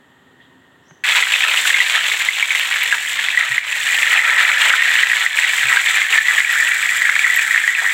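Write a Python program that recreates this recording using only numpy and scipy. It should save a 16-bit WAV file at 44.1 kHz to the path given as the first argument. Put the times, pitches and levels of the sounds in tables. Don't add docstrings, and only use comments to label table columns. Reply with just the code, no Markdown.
import sys
import numpy as np
from scipy import signal
from scipy.fft import rfft, irfft, next_fast_len
from scipy.io import wavfile
from scipy.ndimage import uniform_filter1d, minimum_filter1d, map_coordinates

SR = 44100
rng = np.random.default_rng(int(sys.argv[2]) if len(sys.argv) > 2 else 0)


def dump(signal):
    limited = np.clip(np.atleast_2d(signal).T, -1, 1)
    pcm = np.round(limited * 32767).astype(np.int16)
    wavfile.write(sys.argv[1], SR, pcm)


N = 349713

START_S = 1.038
TOP_HZ = 15850
FLURRY_KNOTS_PER_S, SWELL_KNOTS_PER_S = 60, 9
SWELL_DB = 0.37
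GUSH_LIFT_DB = 1.5
GURGLE_DB = -19
SMALL_POPS_PER_S, SMALL_POP_T60_S = 20, 0.0089
SMALL_POP_DB, SMALL_POP_SPREAD_DB = 9.5, 2
SMALL_POP_HZ, SMALL_POP_SCATTER = 2034, 0.12
PAN_WIDTH_HZ = 16
TICKS_PER_S, TICK_DB = 31, -22.5
ROOM_DB = -54

# (time [s], boil [dB], crackle [dB], fizz [dB])
FRYING_LEVELS = [(1.05, -24.5, -19, -31.5), (1.17, -22, -13.5, -25), (1.29, -18.5, -13, -26),
                 (1.47, -22.5, -13, -25), (1.62, -22.5, -15.5, -23.5), (1.9, -22.5, -16, -28.5),
                 (2.3, -28.5, -21, -30.5), (2.85, -22.5, -21.5, -32), (3.07, -29, -26, -31),
                 (3.25, -22, -22, -34.5), (3.66, -24, -26, -35), (3.95, -20.5, -18.5, -27),
                 (4.28, -12.5, -18, -29), (4.9, -13, -15.5, -26), (5.5, -20.5, -20.5, -28.5),
                 (6.15, -15, -21.5, -27), (6.8, -17.5, -26.5, -29), (7.92, -17.5, -30, -30.5)]
# (start [s], peak of the arch [dB], length [s])
GUSHES = [(1.114, -22.5, 0.14), (1.429, -21, 0.16), (1.921, -27.5, 0.1), (2.908, -24, 0.063),
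          (3.366, -30, .14), (3.996, -21, 0.69), (4.614, -20.5, 0.18), (5.133, -27, .14),
          (5.665, -23, 0.14), (6.11, -26.5, 0.068), (6.305, -26, 0.082), (7.8, -24, 0.074)]
# (frequency [Hz], relative level [dB per Hz])
WET_SPECTRUM = [(60, -45), (300, -25), (430, -13), (600, -14), (780, -7), (980, -0.5), (1150, -2),
                (1320, 15), (1700, 8.5), (2600, -34), (6000, -61)]
# (frequency [Hz], relative level [dB per Hz])
BOIL_SPECTRUM = [(60, -80), (400, -38), (800, -34), (1150, -19), (1480, -10), (1720, 1), (1920, 6),
                 (2120, -1), (2380, -0.5), (2800, -18.5), (3400, -7.5), (5000, -41.5), (7500, -23),
                 (11000, -93.5)]
# (frequency [Hz], relative level [dB per Hz])
CRACKLE_SPECTRUM = [(60, -81), (250, -39), (500, -21.5), (900, -10.5), (1500, -6), (2100, 2), (2600, 1),
                    (3000, -0.5), (3500, -0.5), (4100, -6.5), (4900, -19.5), (6200, -16.5), (7600, -20.5),
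                    (15500, -34.5)]
# (frequency [Hz], relative level [dB per Hz])
FIZZ_SPECTRUM = [(40, -35), (200, -24.5), (1500, -24), (4000, -10.5), (5200, -14), (6300, -11.5),
                 (7100, -3.5), (7600, -0.5), (8100, -4.5), (8700, -12.5), (9500, -14.5), (10500, -19),
                 (12000, -17), (15800, -18)]
# (frequency [Hz], relative level [dB per Hz])
TICK_SPECTRUM = [(60, -80), (4000, -25), (9000, -6), (13000, -2), (15800, 3)]
# (frequency [Hz], level relative to the drive [dB])
PAN_MODES = [(450, -32), (541, -32.5), (588, -26.5), (721, -30), (783, -22.5), (970, -20.5), (1134, -29),
             (1347, -13.5), (1528, -9.5)]
# (time [s], ring peak before the high-pass [dB], pitch [Hz], ring t60 [s])
LARGE_POPS = [(1.2248, 6, 2070, 0.011), (1.3399, -1.5, 2620, .01), (1.4322, -2, 2620, 0.022),
              (1.438, -0.5, 1790, .025), (1.7432, 2, 2120, 0.026), (1.8021, 0, 1980, 0.04),
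              (1.9521, 1, 1800, 0.011), (2.2865, 1, 2080, 0.023), (2.4262, 1, 2250, 0.011),
              (2.5059, -1.5, 2170, 0.014), (2.549, -3, 2030, 0.014), (2.9248, -2.5, 1650, 0.028),
              (3.3734, -1.5, 1940, 0.045), (3.4093, -2.5, 2070, .013), (3.5802, 4.5, 2000, 0.014),
              (4.0298, -3.5, 2050, 0.0077), (4.1914, 3.5, 1960, .016), (4.7371, 1, 1490, 0.018),
              (5.0329, 3.5, 1900, 0.026), (5.2629, 5, 1910, .013), (5.3869, -1, 1860, 0.02),
              (5.4454, -0.5, 1960, .021), (5.6319, -1.5, 1930, 0.0083), (5.7698, 0.5, 1600, .026),
              (6.0173, 4, 2180, 0.012), (6.1843, 5, 1820, 0.021), (6.2834, -1, 1950, .02),
              (6.4036, 4.5, 2020, 0.009), (6.4472, -0.5, 2290, 0.014), (7.0182, -1.5, 1990, 0.023),
              (7.0956, -0.5, 2040, 0.012), (7.1917, -0.5, 2340, .01), (7.2673, -8.5, 1500, 0.0047),
              (7.3922, -3.5, 1840, 0.014), (7.5452, -1, 1880, 0.017), (7.5766, 1.5, 2050, 0.0076),
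              (7.677, 2, 1910, 0.015)]
# (time [s], nominal peak, 7 dB over the initial rms [dB], pitch [Hz])
SPITS = [(1.5024, -16, 15100), (1.6446, -19, 9220), (2.5954, -20, 12500), (2.8337, -12.5, 12800),
         (3.0938, -18, 9170), (6.525, -18, 11800), (6.686, -15.5, 9770), (7.361, -14, 13100)]
# (frequency [Hz], relative level [dB per Hz])
BURNER_SPECTRUM = [(25, -40), (50, -22), (100, 6.5), (160, -7), (230, 3), (330, -9), (800, -5), (4000, -44)]
# (frequency [Hz], t60 [s])
WALL_DECAY = [(200, 0.2), (2000, 0.11), (8000, 0.22), (15000, 0.041)]
# (time [s], envelope peak [dB], pitch [Hz], t60 [s])
THUDS = [(0.91, -42, 155, 0.041), (3.497, -37.5, 124, 0.12), (5.637, -38, 124, 0.16)]
# (time [s], rms at the envelope peak [dB], centre [Hz], width [Hz], rise [s], t60 [s])
TOUCHES = [(.39, -48, 1870, 170, .003, .2), (.4, -56, 3350, 700, .04, 0.27),
           (.909, -36, 1360, 1100, .0003, 0.019)]
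# (frequency [Hz], relative level [dB per Hz])
KITCHEN_SPECTRUM = [(25, -27), (55, -14), (95, 1), (250, 0.5), (390, -1), (500, -3.5), (1500, -4.5),
                    (1870, -4.5), (2350, -15.5), (2700, -11), (3200, -7), (4300, -20), (5400, -32),
                    (7500, -18.5), (8900, -30), (15800, -31)]
# (centre [Hz], width [Hz], rms level [dB])
HUM_BANDS = [(152, 45, -68), (262, 30, -60.5), (382, 53, -64.5), (940, 60, -68), (1850, 150, -58.5)]
# (time [s], carrier frequency [Hz], rms of its noise modulator [dB])
CHIRP_TRACK = [(.82, 5400, -85), (.85, 5550, -68), (.875, 5800, -58), (.888, 6260, -54), (.905, 6300, -54),
               (.93, 6100, -60), (1.04, 6260, -65), (1.1, 6330, -100)]


def amp(db):
    return 10 ** (np.asarray(db) / 20)


def unit(x):
    return x / np.sqrt(np.mean(x ** 2) + 1e-20)


def along(points, hz):
    point_hz, value = np.transpose(points)
    return np.interp(np.log(hz + 1), np.log(point_hz + 1), value)


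def curves(rows):
    time_s, *columns = np.transpose(rows)
    return [np.interp(np.arange(N) / SR, time_s, column) for column in columns]


def wobble(knots_per_s):
    knots = rng.standard_normal(4096)
    return map_coordinates(knots, [np.arange(N) * knots_per_s / SR], mode="mirror")


def filtered(x, response):
    size = next_fast_len(len(x) + 8192)
    spectrum = rfft(x, size) * response(np.fft.rfftfreq(size, 1 / SR))
    return irfft(spectrum, size)[:len(x)]


def rung(x, spectrum, size=4096):
    cepstrum = irfft(np.log(amp(along(spectrum, np.fft.rfftfreq(size, 1 / SR)))))
    cepstrum[1:size // 2] *= 2
    cepstrum[size // 2 + 1:] = 0
    impulse = irfft(np.exp(rfft(cepstrum)))
    return signal.fftconvolve(x, impulse)[:len(x)]


def band(hz, width_hz, size):
    noise = rng.standard_normal(size)
    return unit(filtered(noise, lambda f: 1 / (1 + (2 * (f - hz) / width_hz) ** 2)))


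def add(track, time_s, sound):
    part = track[max(round(time_s * SR), 0):][:len(sound)]
    part += sound[:len(part)]


def sizzle():
    boil_db, crackle_db, fizz_db = curves(FRYING_LEVELS)
    flurry, gush = wobble(FLURRY_KNOTS_PER_S), gushes()
    wetness = np.hypot(amp(boil_db + GURGLE_DB), gush)
    glugs = bubbles(pitch_hz=944, scatter=0.286, cycles=1.97, spread_db=3, count=3000, size=600)
    plops = bubbles(pitch_hz=1834, scatter=0.285, cycles=3.4, spread_db=3.5)
    blips = bubbles(pitch_hz=2800, scatter=0.25, cycles=3, spread_db=5.5, count=2600)
    tears = clicks(per_s=1800, spread_db=6, ceiling=1.9, scatter=0.8, scatter_t60_s=0.025)
    snaps = clicks(per_s=1000, spread_db=7, ceiling=2.1, scatter=0.8, scatter_t60_s=0.025)
    spray = clicks(per_s=2400, spread_db=6.5, ceiling=2.5, scatter=0.9, scatter_t60_s=0.018)
    droplets = clicks(TICKS_PER_S, spread_db=2, ceiling=1.6, scatter=0.6, scatter_t60_s=0.008)
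    gurgle = unit(rung(glugs + 1.84 * tears, WET_SPECTRUM)) * wetness * amp(1.0 * flurry)
    boil = unit(rung(0.38 * plops + tears, BOIL_SPECTRUM)) * amp(boil_db + 0.99 * flurry)
    crackle = unit(rung(snaps + 0.27 * blips, CRACKLE_SPECTRUM)) * amp(crackle_db + 0.76 * flurry)
    fizz = unit(rung(spray, FIZZ_SPECTRUM)) * amp(fizz_db + 0.3 * flurry)
    ticks = unit(rung(droplets, TICK_SPECTRUM)) * amp(fizz_db + TICK_DB)
    ring = pan_ring() * np.hypot(wetness, amp(crackle_db - 12.5))
    surge_db = SWELL_DB * wobble(SWELL_KNOTS_PER_S) + GUSH_LIFT_DB * gush / gush.max()
    return gurgle + ring + (boil + crackle + fizz + ticks) * amp(surge_db)


def gushes():
    t = np.arange(N) / SR
    return sum(amp(db) * np.sin(np.pi * np.clip((t - start_s) / length_s, 0, 1))
               for start_s, db, length_s in GUSHES)


def bubbles(pitch_hz, scatter, cycles, spread_db, count=3000, size=400):
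    start = rng.integers(0, N, (count, 1))
    tune, strength, life = rng.standard_normal((3, count, 1))
    turns = pitch_hz * np.exp(scatter * tune) * np.arange(size) / SR
    decay = np.exp(-turns / (cycles * np.exp(0.29 * life)))
    rings = np.sin(2 * np.pi * turns) * decay * (1 - np.exp(-turns))
    rings *= amp(spread_db * np.minimum(strength, 2))
    return unit(np.bincount((start + np.arange(size)).ravel(), rings.ravel(), N + size)[:N])


def clicks(per_s, spread_db, ceiling, scatter, scatter_t60_s):
    happens = rng.random(N) < per_s / SR
    strength_db = spread_db * np.minimum(rng.standard_normal(N), ceiling)
    direct = unit(happens * amp(strength_db) * rng.choice([-1, 1], N))
    fading_power = amp(-60 * np.arange(SR // 10) / SR / scatter_t60_s) ** 2
    lingering = np.sqrt(np.abs(signal.fftconvolve(direct ** 2, fading_power)[:N]))
    return unit(direct + scatter * unit(lingering * rng.standard_normal(N)))


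def pan_ring():
    return sum(amp(db) * band(hz, PAN_WIDTH_HZ, size=N) for hz, db in PAN_MODES)


def pops():
    out, t = np.zeros(N), np.arange(SR // 16) / SR
    for time_s, db, hz, t60_s in list(LARGE_POPS) + small_pops():
        envelope = (1 - np.exp(-t / 0.00063)) ** 2 * amp(-60 * t / t60_s)
        ring = np.sin(2 * np.pi * hz * t) * envelope
        spatter = unit(rung(rng.standard_normal(len(t)), CRACKLE_SPECTRUM)) * amp(-60 * t / 0.054)
        burst = ring / np.abs(ring).max() + 0.12 * spatter
        add(out, time_s, amp(db) * burst)
    return signal.sosfilt(signal.butter(3, 600, "highpass", fs=SR, output="sos"), out)


def small_pops(count=300):
    boil_db, crackle_db, _ = curves(FRYING_LEVELS)
    bubbling_db = 20 * np.log10(np.hypot(amp(boil_db), amp(crackle_db)))
    times_s = START_S + np.cumsum(rng.exponential(1 / SMALL_POPS_PER_S, count))
    rows = []
    for time_s, (strength, tune, life) in zip(times_s, rng.standard_normal((count, 3))):
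        if time_s < N / SR:
            db = bubbling_db[int(time_s * SR)] + SMALL_POP_DB + SMALL_POP_SPREAD_DB * strength
            hz = SMALL_POP_HZ * np.exp(SMALL_POP_SCATTER * tune)
            rows.append((time_s, db, hz, SMALL_POP_T60_S * np.exp(0.17 * life)))
    return rows


def spits():
    out, t = np.zeros(N), np.arange(SR // 20) / SR
    for time_s, db, hz in SPITS:
        tick = band(hz, width_hz=3500, size=len(t)) * amp(-60 * t / 0.017)
        add(out, time_s, amp(db - 7) * tick)
    return out


def handling():
    out, t = np.zeros(N), np.arange(SR // 3) / SR
    for time_s, db, hz, t60_s in THUDS:
        swell = (1 - np.exp(-t / 0.016)) ** 2 * amp(-60 * t / t60_s)
        add(out, time_s, amp(db) * swell / swell.max() * np.sin(2 * np.pi * hz * t))
    for time_s, db, hz, width_hz, rise_s, t60_s in TOUCHES:
        swell = (1 - np.exp(-t / rise_s)) * amp(-60 * t / t60_s)
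        add(out, time_s, amp(db) * swell / swell.max() * band(hz, width_hz, size=len(t)))
    return out


def reflected(x, wet_db, size=8192):
    out, t = np.zeros(N), np.arange(size) / SR
    window = signal.windows.hann(size, sym=False)
    padded = np.pad(x, (0, size))
    for first in range(0, N, size // 2):
        hz, tail_s, noise = signal.stft(rng.standard_normal(size), SR, nperseg=256)
        decay = amp(-60 * tail_s / along(WALL_DECAY, hz)[:, None])
        tail = signal.istft(noise * decay, SR, nperseg=256)[1][:size]
        tail = tail * (t > 0.003)
        block = padded[first:first + size] * window
        add(out, first / SR, signal.fftconvolve(block, tail / np.linalg.norm(tail)))
    return amp(wet_db) * out


def burner(level_db):
    noise = rng.standard_normal(N)
    return amp(level_db) * unit(filtered(noise, lambda hz: amp(along(BURNER_SPECTRUM, hz))))


def kitchen():
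    noise = rng.standard_normal(N)
    air = unit(filtered(noise, lambda hz: amp(along(KITCHEN_SPECTRUM, hz)))) * amp(ROOM_DB)
    hum = sum(amp(db) * band(hz, width_hz, size=N) for hz, width_hz, db in HUM_BANDS)
    chirp_hz, chirp_db = curves(CHIRP_TRACK)
    carrier = np.sin(2 * np.pi * np.cumsum(chirp_hz) / SR)
    chirp = amp(chirp_db) * band(0, width_hz=590, size=N) * carrier
    return air + hum + chirp


def scene():
    pan = sizzle() + pops() + spits()
    stove = pan + reflected(pan, wet_db=-9) + burner(level_db=-58.0)
    before = np.arange(N) / SR < START_S
    return (np.where(before, kitchen(), stove) + handling())[None]


def limited(x, ceiling, hold_s, release_s, ahead_s):
    needed_db = 20 * np.log10(np.maximum(np.abs(x) / ceiling, 1))
    hold, ahead = int(hold_s * SR), int(ahead_s * SR)
    held_db = -minimum_filter1d(-needed_db, size=hold, origin=(hold - 1) // 2)
    fall = np.arange(N) / SR / release_s
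    duck_db = np.exp(np.maximum.accumulate(np.log(held_db + 1e-9) + fall) - fall)
    gain = minimum_filter1d(amp(-duck_db), size=ahead)
    return x * uniform_filter1d(gain, size=ahead)


def record(dry):
    held = limited(dry[0], ceiling=0.95, hold_s=0.078, release_s=0.008, ahead_s=0.003)
    return filtered(held, lambda hz: hz < TOP_HZ)[None]


dry = scene()
out = record(dry)
dump(out)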